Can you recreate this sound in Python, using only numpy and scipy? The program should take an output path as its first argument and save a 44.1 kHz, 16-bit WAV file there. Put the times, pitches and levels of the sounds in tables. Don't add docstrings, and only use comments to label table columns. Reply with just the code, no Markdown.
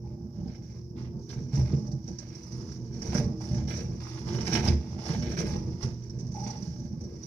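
import sys
import numpy as np
from scipy import signal
from scipy.fft import rfft, irfft, next_fast_len
from scipy.io import wavfile
from scipy.ndimage import uniform_filter1d

SR = 44100
rng = np.random.default_rng(int(sys.argv[2]) if len(sys.argv) > 2 else 0)


def file_out(sig):
    cols = np.atleast_2d(sig).T
    lim = np.clip(cols, -1, 1)
    pcm = np.round(lim * 32767).astype(np.int16)
    wavfile.write(sys.argv[1], SR, pcm)


N = 320166
T = np.arange(N) / SR
FFT_SIZE = next_fast_len(N + SR // 2, True)
FREQ = np.maximum(np.arange(FFT_SIZE // 2 + 1) * SR / FFT_SIZE, 1)
PANE_HZ = 5740


# frequency_hz, gain_db
BOARD_COLOUR = [(100, 1.5), (250, 5.5), (500, 3.5), (800, 3.5), (1050, 1), (1600, -3), (2150, 2),
                (3200, -7), (4500, -3), (7000, -18), (8100, -30), (9900, -24), (12500, -34.5),
                (15500, -36.5)]
SPLINTER_COLOUR = [(500, -22.5), (2000, -21), (3300, -27), (4200, -13), (5100, -3), (5850, -1), (6400, -10),
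                   (7200, -19), (8100, -26.5), (9900, -29), (11000, -44.5), (15500, -36.5)]
SHARD_COLOUR = [(3000, -34.5), (7000, -5), (8300, -3), (9700, 0), (11000, -8.5), (12800, -12), (15500, -5)]
def crushing():
    boards_gain, splinters_gain = bucket_bites()
    boards = unit(colour(crackle(rate_hz=800, spread_db=3.5, tint_db=4.0), BOARD_COLOUR))
    fibres = unit(colour(crackle(rate_hz=800, spread_db=0.5, tint_db=2.5), SPLINTER_COLOUR))
    splinters = fibres + undb(-6.5) * chips(rate_hz=55, spread_db=-0.5, detune=0.035, decay_s=0.0041)
    shards = unit(colour(crackle(rate_hz=330, spread_db=4.0, tint_db=-2.0), SHARD_COLOUR))
    shards_gain = undb(-64) * (splinters_gain / undb(-48.5)) ** 0.83
    hardness = 1 / (1 + (undb(-53) / splinters_gain) ** 2)
    bright = splinters * splinters_gain + shards * shards_gain * hardness
    jerks = undb(walk(35))
    return jerks * boards * boards_gain, jerks * bright


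# start_s, length_s, boards_db, splinters_db
BUCKET_BITES = [(0.039, 0.081, -73.5, -81), (0.323, 0.14, -72.5, -69), (0.455, 0.087, -61, -70),
                (0.612, 0.17, -70.5, -63.5), (0.958, 0.078, -59, -63.5), (1.175, 0.075, -84, -63.5),
                (1.278, 0.064, -58.5, -55), (1.521, 0.088, -54.5, -50), (1.632, 0.1, -58.5, -68),
                (2.065, .03, -63, -54.5), (2.187, 0.097, -61.5, -69), (2.316, 0.45, -63, -58),
                (2.92, 0.12, -62.5, -56), (3.015, 0.13, -51.5, -49), (3.119, 0.067, -45.5, -44.5),
                (3.394, 0.19, -54.5, -52.5), (3.67, 0.12, -47.5, -47.5), (3.995, 0.21, -53, -54.5),
                (4.251, 0.25, -46.5, -50.5), (4.45, 0.027, -40, -41), (4.511, 0.045, -34, -40),
                (4.62, 0.057, -40.5, -42), (4.977, 0.11, -49, -51), (5.038, 0.11, -47.5, -49),
                (5.168, .16, -47.5, -54), (5.364, 0.042, -41.5, -43.5), (5.444, 0.082, -47.5, -48.5),
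                (5.803, 0.036, -49, -48.5), (6.349, 0.11, -61.5, -53), (6.45, 0.072, -52.5, -70),
                (6.555, 0.13, -62.5, -55.5), (6.7, 0.16, -73, -60)]
# time_s, relative_db
DEBRIS_TRICKLE = [(0.0, -70), (0.69, -69), (1.09, -78), (1.43, -58), (1.8, -56), (2.0, -64.5), (2.5, -54.5),
                  (2.88, -62), (4.12, -55.5), (4.55, -47.5), (4.79, -60), (5.28, -49), (6.05, -61.5),
                  (6.3, -64), (6.55, -57), (6.87, -67), (7.26, -54.5)]
def bucket_bites(attack_s=0.0062, build_db=2):
    trickle_db, = curves(DEBRIS_TRICKLE)
    power = undb([trickle_db - 11, trickle_db - 2.5]) ** 2
    for start_s, length_s, boards_db, splinters_db in BUCKET_BITES:
        progress = np.clip((T - start_s) / length_s, 0, 1)
        crush = undb(build_db * (progress - 0.45)) * push(start_s, length_s, attack_s, release_s=0.036)
        settle = undb(-19) * push(start_s, length_s, attack_s, release_s=0.31)
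        power += np.outer(undb([boards_db, splinters_db]) ** 2, crush ** 2 + settle ** 2)
    return np.sqrt(power)


def chips(rate_hz, spread_db, detune, decay_s):
    out = np.zeros(N)
    t = T[:SR // 30]
    envelope = t * np.exp(-2 * t / decay_s)
    at = np.flatnonzero(rng.random(N) < rate_hz / SR)
    for start_s, (size, pitch) in zip(T[at], rng.standard_normal((N, 2))[at]):
        ring = np.sin(2 * np.pi * PANE_HZ * (1 + detune * pitch) * t)
        add(out, start_s, undb(spread_db * size) * envelope * ring)
    return unit(out)


# start_s, relative_db, board_share_db, pitch_hz
WOOD_SNAPS = [(0.4758, -47.5, -9, 4920), (0.551, -46.5, -24, 5600), (1.2926, -40, -17, 4940),
              (1.312, -45, -21, 5730), (1.5527, -38, -8, 5750), (1.818, -47, -16, 5750),
              (1.866, -40, -9, 5750), (1.9154, -39.5, -33, 5670), (2.039, -46, -24, 5850),
              (2.0773, -37, -20, 5900), (2.186, -31, -29, 5780), (2.2841, -45, -22, 5830),
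              (2.35, -38.5, -22, 5770), (2.432, -41, -22, 6000), (2.5196, -36.5, -14, 5760),
              (2.622, -52, -20, 5890), (2.7171, -39.5, -16, 5560), (2.968, -47, -18, 5580),
              (3.0198, -30.5, -4.5, 5820), (3.065, -34.5, -7, 5800), (3.145, -25.5, -4, 5730),
              (3.241, -38.5, -19, 5620), (3.408, -37, 2, 5700), (3.435, -40, -20, 5600),
              (3.545, -36, -14, 5800), (3.674, -40, -6, 5570), (3.691, -37, -14, 5640),
              (3.767, -32, -19, 5770), (4.278, -36, -3, 5200), (4.358, -37, -14, 5740),
              (4.4085, -29, -13, 5550), (4.466, -25.5, -8, 5060), (4.531, -20, -25, 5500),
              (4.5515, -21, -12, 5540), (4.59, -35.5, -14, 5600), (4.651, -29.5, -16, 5740),
              (4.6761, -19.5, -10, 5050), (5.0564, -30.5, -11, 5470), (5.109, -39, -14, 5420),
              (5.222, -35.5, -3, 5500), (5.3158, -34, -8, 5870), (5.3858, -26.5, -17, 5780),
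              (5.474, -38, -9, 5030), (5.8265, -28.5, -17, 5760), (6.036, -45.5, -32, 6000),
              (6.097, -39.5, -27, 5670), (6.1883, -40.5, -11, 6060), (6.202, -41, -28, 5820),
              (6.2678, -42.5, -25, 5930), (6.317, -41, -25, 6030), (6.3405, -40, -17, 5900),
              (6.396, -39.5, -23, 5900), (6.4365, -35.5, -17, 5780), (6.472, -31, -20, 5960),
              (6.5023, -30.5, -18, 5700), (6.567, -37, -22, 5830), (6.6224, -36, -20, 5730),
              (7.008, -41, -23, 5780), (7.038, -41, -26, 5750), (7.229, -34, -33, 5870)]
def snaps(rise_s, tear_s, crack, snap_db, body_db, ring_gain, ring_width_hz):
    out = np.zeros(N)
    t = T[:SR // 10]
    for start_s, relative_db, board_share_db, pitch_hz in WOOD_SNAPS:
        noise, roughness = rng.standard_normal((2, len(t)))
        tear = noise * undb(3.5 * roughness) * (1 - np.exp(-t / rise_s)) * np.exp(-t / tear_s)
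        tear = tear / np.linalg.norm(tear) + crack * (t == 0)
        fibres = colour(tear, SPLINTER_COLOUR, stretch=np.sqrt(pitch_hz / PANE_HZ))
        ringing = fibres + ring_gain * band(fibres, pitch_hz, ring_width_hz)
        piece = undb(snap_db) * ringing / np.linalg.norm(ringing)
        board = undb(board_share_db + body_db) * colour(tear, BOARD_COLOUR)
        add(out, start_s, undb(relative_db) * (piece + board))
    return out


# start_s, relative_db, pitch_hz
HEAVY_LANDINGS = [(1.534, -13.5, 136), (1.577, -11.5, 138.4), (1.585, -13.5, 71), (1.621, -16.5, 119),
                  (1.665, -24, 75), (1.734, -15, 142.3), (1.778, -19, 149), (1.932, -17, 141.6),
                  (3.085, -20.5, 72), (3.149, -15, 198.5), (3.191, -18.5, 153), (3.215, -25, 71),
                  (3.549, -25, 129), (4.49, -22.5, 182), (4.538, -19.5, 213), (4.578, -20.5, 142),
                  (4.642, -20.5, 117), (4.678, -15.5, 190), (4.688, -12, 79), (4.725, -17, 75),
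                  (5.096, -14.5, 161.4), (5.191, -19, 160), (5.291, -22, 76.5), (5.386, -17, 168),
                  (5.524, -22.5, 150), (5.842, -22, 117), (6.674, -20, 169)]
def thuds(rise_s, decay_s, rattle, gain_db):
    booms, jolts = np.zeros((2, N))
    t = T[:SR // 3]
    for start_s, relative_db, pitch_hz in HEAVY_LANDINGS:
        swell = undb(relative_db + gain_db) * (1 - np.exp(-t / rise_s)) * np.exp(-t / decay_s)
        add(booms, start_s, swell * np.sin(2 * np.pi * pitch_hz * t))
        add(jolts, start_s, swell)
    rubble = unit(colour(rng.standard_normal(N), RUMBLE_COLOUR))
    return booms + rattle * jolts * rubble


# start_s, relative_db, pitch_hz
PLANK_KNOCKS = [(0.962, -60, 3500), (1.291, -49, 3630), (1.57, -49, 830), (2.082, -48.5, 580),
                (3.058, -44.5, 784), (3.142, -36.5, 1630), (3.146, -41, 570), (3.197, -40, 586),
                (3.402, -52, 810), (4.275, -45, 810), (4.467, -34, 2170), (4.545, -42, 850),
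                (4.551, -31.5, 2900), (4.672, -44, 820), (4.678, -35.5, 3600), (4.68, -37, 2620),
                (5.827, -41, 4320), (6.346, -56, 830)]
def knocks(rise_s=0.0014, decay_s=0.012, gain_db=2.5):
    out = np.zeros(N)
    t = T[:SR // 10]
    for start_s, relative_db, pitch_hz in PLANK_KNOCKS:
        impact = rng.standard_normal(len(t)) * np.exp(-t / decay_s)
        ring = band(band(impact, pitch_hz, 0.32 * pitch_hz), pitch_hz, pitch_hz / 2)
        ring *= 1 - np.exp(-t / rise_s)
        add(out, start_s, undb(relative_db + gain_db) * ring / np.abs(ring).max())
    return out


# start_s, length_s, level_db, pitch_hz
BEAM_GROANS = [(1.725, 0.036, -48, 402), (3.028, 0.03, -48.5, 444), (3.152, 0.057, -48.5, 475),
               (3.757, 0.065, -50, 388), (4.282, 0.064, -45, 345), (4.344, 0.12, -47.5, 438),
               (4.515, 0.23, -51.5, 445), (5.253, 0.19, -47.5, 340), (5.38, 0.056, -42, 358),
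               (5.512, 0.039, -43.5, 364), (7.016, 0.13, -51.5, 335)]
def groans(width_hz=200):
    slips = crackle(rate_hz=300, spread_db=3.0, tint_db=0.5)
    out = np.zeros(N)
    for start_s, length_s, level_db, pitch_hz in BEAM_GROANS:
        ring = unit(band(band(slips, pitch_hz, width_hz), pitch_hz, width_hz))
        out += undb(level_db) * ring * push(start_s, length_s, attack_s=0.0082, release_s=0.028)
    return out


# start_s, length_s, level_db
BUCKET_SCRAPES = [(0.026, 0.045, -65), (5.464, 0.081, -51), (6.343, 0.17, -50.5)]
# pitch_hz, width_hz, relative_db
BUCKET_RING = [(594, 54, -7), (825, 78, -1.5), (5750, 110, -10)]
def scrape(fade_db_per_s=22):
    slips = crackle(rate_hz=780, spread_db=0.1, tint_db=-0.5)
    ring, drag = np.zeros((2, N))
    for pitch_hz, width_hz, relative_db in BUCKET_RING:
        ring += undb(relative_db) * unit(band(band(slips, pitch_hz, width_hz), pitch_hz, 3 * width_hz))
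    for start_s, length_s, level_db in BUCKET_SCRAPES:
        fade_db = fade_db_per_s * np.maximum(T - start_s, 0)
        drag += undb(level_db - fade_db) * push(start_s, length_s, attack_s=0.0044, release_s=0.07)
    return drag * unit(ring)


# start_s, length_s, end_level_db
HEAP_HEAVES = [(1.32, 0.53, -37.5), (2.979, 0.31, -36.5), (3.508, 0.066, -35), (3.73, 0.097, -37.5),
               (4.266, 0.44, -29), (5.058, 0.25, -36.5), (5.266, 0.287, -33), (5.829, 0.053, -37)]
# frequency_hz, gain_db
RUMBLE_COLOUR = [(20, -33), (35, -13), (50, -7.5), (80, -2), (115, -2), (200, -0.5), (235, -5.5),
                 (270, -14), (400, -20.5), (560, -25.5), (850, -32.5), (1100, -36.5), (3000, -72)]
def rumble(steady_db=-43, build_db_per_s=24):
    power = undb(steady_db) ** 2
    for start_s, length_s, end_level_db in HEAP_HEAVES:
        build_db = build_db_per_s * np.minimum(T - start_s - length_s, 0)
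        envelope = push(start_s, length_s, attack_s=0.0038, release_s=0.063)
        power += (undb(end_level_db + build_db) * envelope) ** 2
    roar = unit(colour(rng.standard_normal(N), RUMBLE_COLOUR))
    throb = undb(2.9 * walk(14))
    return roar * np.sqrt(power) * throb


# time_s, shaft_hz, whine_db
ENGINE_DRIVE = [(0, 40.12, -63), (1.4, 39.94, -59), (2.1, 40.35, -46.5), (2.8, 40.24, -53),
                (3.3, 39.8, -51.5), (4.2, 40.34, -45), (5.0, 40.47, -47.5), (5.8, 40.09, -44.5),
                (6.4, 40.15, -65), (7.26, 40, -50.5)]
# shaft_multiple, relative_db
BLOCK_PARTIALS = [(3, 1), (6, -22.5), (10, -19.5), (20, -37)]
PUMP_PARTIALS = [(8, -9), (16, -30), (24, -29)]
def engine(exhaust_db=-56, hum_db=-48.5, fan_db=-66, fan_hz=348):
    shaft_hz, whine_db = curves(ENGINE_DRIVE)
    turns = np.cumsum(shaft_hz * (1 + 0.003 * walk(9))) / SR
    firings = np.diff(np.floor(2 * turns), prepend=0) * undb(10.5 * rng.standard_normal(N))
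    exhaust = unit(band(band(firings, hz=125, width_hz=92), hz=125, width_hz=92))
    fan_cycles = np.cumsum(fan_hz * (1 + 0.00642 * walk(12))) / SR
    fan = tones(fan_cycles, [(1, 0.0033)], waver_db=3.5)
    hum = tones(turns, BLOCK_PARTIALS, waver_db=3.0)
    whine = tones(turns, PUMP_PARTIALS, waver_db=4.0)
    return undb(exhaust_db) * exhaust + undb(hum_db) * hum + undb(whine_db) * whine + undb(fan_db) * fan


# time_s, level_db
RUSTLE_LEVELS = [(0, -68.5), (0.29, -73.5), (0.36, -66), (0.8, -66), (1.12, -70), (1.4, -67.5),
                 (7.26, -65.5)]
# frequency_hz, gain_db
RUSTLE_COLOUR = [(500, -27), (2000, -24.5), (3300, -26.5), (4200, -18), (5100, 0.5), (5600, 0.5),
                 (6400, -10), (7200, -29), (8300, -41), (15500, -42.5)]
def rustle():
    level_db, = curves(RUSTLE_LEVELS)
    gain = undb(level_db + 1.1 * walk(4.3))
    ticks = crackle(rate_hz=2200, spread_db=5.5, tint_db=3.5)
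    return gain * unit(colour(ticks, RUSTLE_COLOUR))


# pitch_hz, width_hz, gain_db
RESONANCES = [(74.8, 9.7, 9), (129, 10.9, 9.5), (170.6, 17, 3.5), (215.8, 10.2, 4.5), (241.3, 6.5, 8.5),
              (317.1, 11.7, 8.5), (348.6, 11, 13.5), (392.7, 9.9, 9), (450.8, 12, 10.5), (476.5, 10.2, 10),
              (592, 17.6, 9), (812, 130, 6.5), (875, 20, 4), (1610, 75, 6), (2086, 51, 3.5), (5780, 140, 0)]
def room(sources):
    response = 1 + sum((undb(db) - 1) * resonance(hz, width_hz) for hz, width_hz, db in RESONANCES)
    return through(sum(scatter(source) for source in sources), response)


def scatter(x, t60_s=0.32, direct=0.23, early_s=0.0039, early_gain=8.9, diffuse_hz=540, shift_rad_s=3.98):
    t = T[:2 ** 14]
    decay = np.exp(-np.log(1000) * t / t60_s) + early_gain * np.exp(-t / early_s)
    echoes = rng.standard_normal((2, 2, len(t))) * decay / np.linalg.norm(decay)
    echoes[0, 1, 0] += direct
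    paths = rfft(echoes)
    paths /= np.sqrt(uniform_filter1d(np.abs(paths) ** 2, size=70))
    hz = np.linspace(0, SR / 2, paths.shape[-1])
    shared = 0.985 / (1 + (hz / diffuse_hz) ** 4)

    def hear(response, lead=256):
        impulse = np.roll(irfft(response), lead, axis=1)
        return signal.oaconvolve(x[None], impulse, axes=1)[:, lead:lead + N]

    bass = hear(np.sqrt(shared)[None])
    here, there = (hear(np.sqrt(1 - shared) * path_set) for path_set in paths)
    return bass + np.cos(shift_rad_s * T) * here + np.sin(shift_rad_s * T) * there


def crackle(rate_hz, spread_db, tint_db):
    at = np.flatnonzero(rng.random(N) < rate_hz / SR)
    size_db = spread_db * np.minimum(rng.exponential(size=N)[at], 4)
    out = np.zeros(N)
    for hz in 180 * 2 ** np.arange(7):
        polarity, tint = rng.standard_normal((len(at), 2)).T
        clicks = np.bincount(at, np.sign(polarity) * undb(size_db + tint_db * tint), N)
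        out += band(clicks, hz, hz / 2)
    return unit(out)


def tones(cycles, partials, waver_db):
    return sum(undb(db + waver_db * walk(7.6)) * np.sin(2 * np.pi * k * cycles) for k, db in partials)


def push(start_s, length_s, attack_s, release_s):
    out = np.zeros(N)
    t = T[:int(1.5 * SR)]
    add(out, start_s, (1 - np.exp(-t / attack_s)) * np.exp(-np.maximum(t - length_s, 0) / release_s))
    return out


def colour(x, points, stretch=1):
    hz, db = np.transpose(points)
    bins = np.linspace(1, SR / 2, 2049)
    gain = undb(np.interp(np.log(bins), np.log(hz * stretch), db))
    cepstrum = irfft(np.log(gain))
    cepstrum[1:len(bins) - 1] *= 2
    cepstrum[len(bins):] = 0
    return signal.oaconvolve(x, irfft(np.exp(rfft(cepstrum))))[:len(x)]


def band(x, hz, width_hz):
    return signal.lfilter(*signal.iirpeak(hz, hz / width_hz, fs=SR), x + 1e-18)


def resonance(hz, width_hz):
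    return 1 / (1 + 1j * (FREQ / hz - hz / FREQ) * hz / width_hz)


def through(x, response):
    return irfft(rfft(x, FFT_SIZE) * response, FFT_SIZE)[..., :N]


def walk(rate_hz):
    hold = int(SR / rate_hz)
    steps = np.repeat(rng.standard_normal(N // hold + 1), hold)
    return 1.2 * uniform_filter1d(steps, hold)[:N]


def curves(table):
    time_s, *columns = np.transpose(table)
    return [np.interp(T, time_s, column) for column in columns]


def add(track, start_s, sound):
    i = max(int(start_s * SR), 0)
    track[i:i + len(sound)] += sound[:max(N - i, 0)]


def undb(db):
    return 10 ** (np.asarray(db) / 20)


def unit(x):
    return x / np.sqrt(np.mean(x ** 2))


def scene():
    boards, splinters = crushing()
    breaks = snaps(rise_s=0.002, tear_s=0.008, crack=0.42, snap_db=18.0, body_db=14.0,
                   ring_gain=1.9, ring_width_hz=145)
    falls = thuds(rise_s=0.0029, decay_s=0.019, rattle=0.2, gain_db=-5.5)
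    background = engine() + rumble() + rustle()
    grinding = boards + scrape() + groans()
    impacts = breaks + knocks() + falls
    return room([background, grinding, splinters, impacts])


# frequency_hz, gain_db
PORT_BALANCE = [(60, 0), (200, -4), (380, 0.5), (600, -3.5), (850, -0.5), (1200, -10), (2400, -5.5),
                (4400, -11.5), (5800, -16), (8100, -2), (15000, -2.5)]
def record(dry, hiss_db=-85.5, top_hz=15500):
    hz, db = np.transpose(PORT_BALANCE)
    left = undb(np.interp(np.log(FREQ), np.log(hz), db))
    ports = through(dry, np.array([left, np.ones_like(left)]) * 2 / (1 + left))
    hiss = undb(hiss_db) * np.diff(rng.standard_normal((2, N + 2)), 2)
    lowpass = signal.ellip(10, 0.2, 80, top_hz, fs=SR, output="sos")
    return signal.sosfilt(lowpass, ports + hiss)


dry = scene()
out = record(dry)
file_out(out)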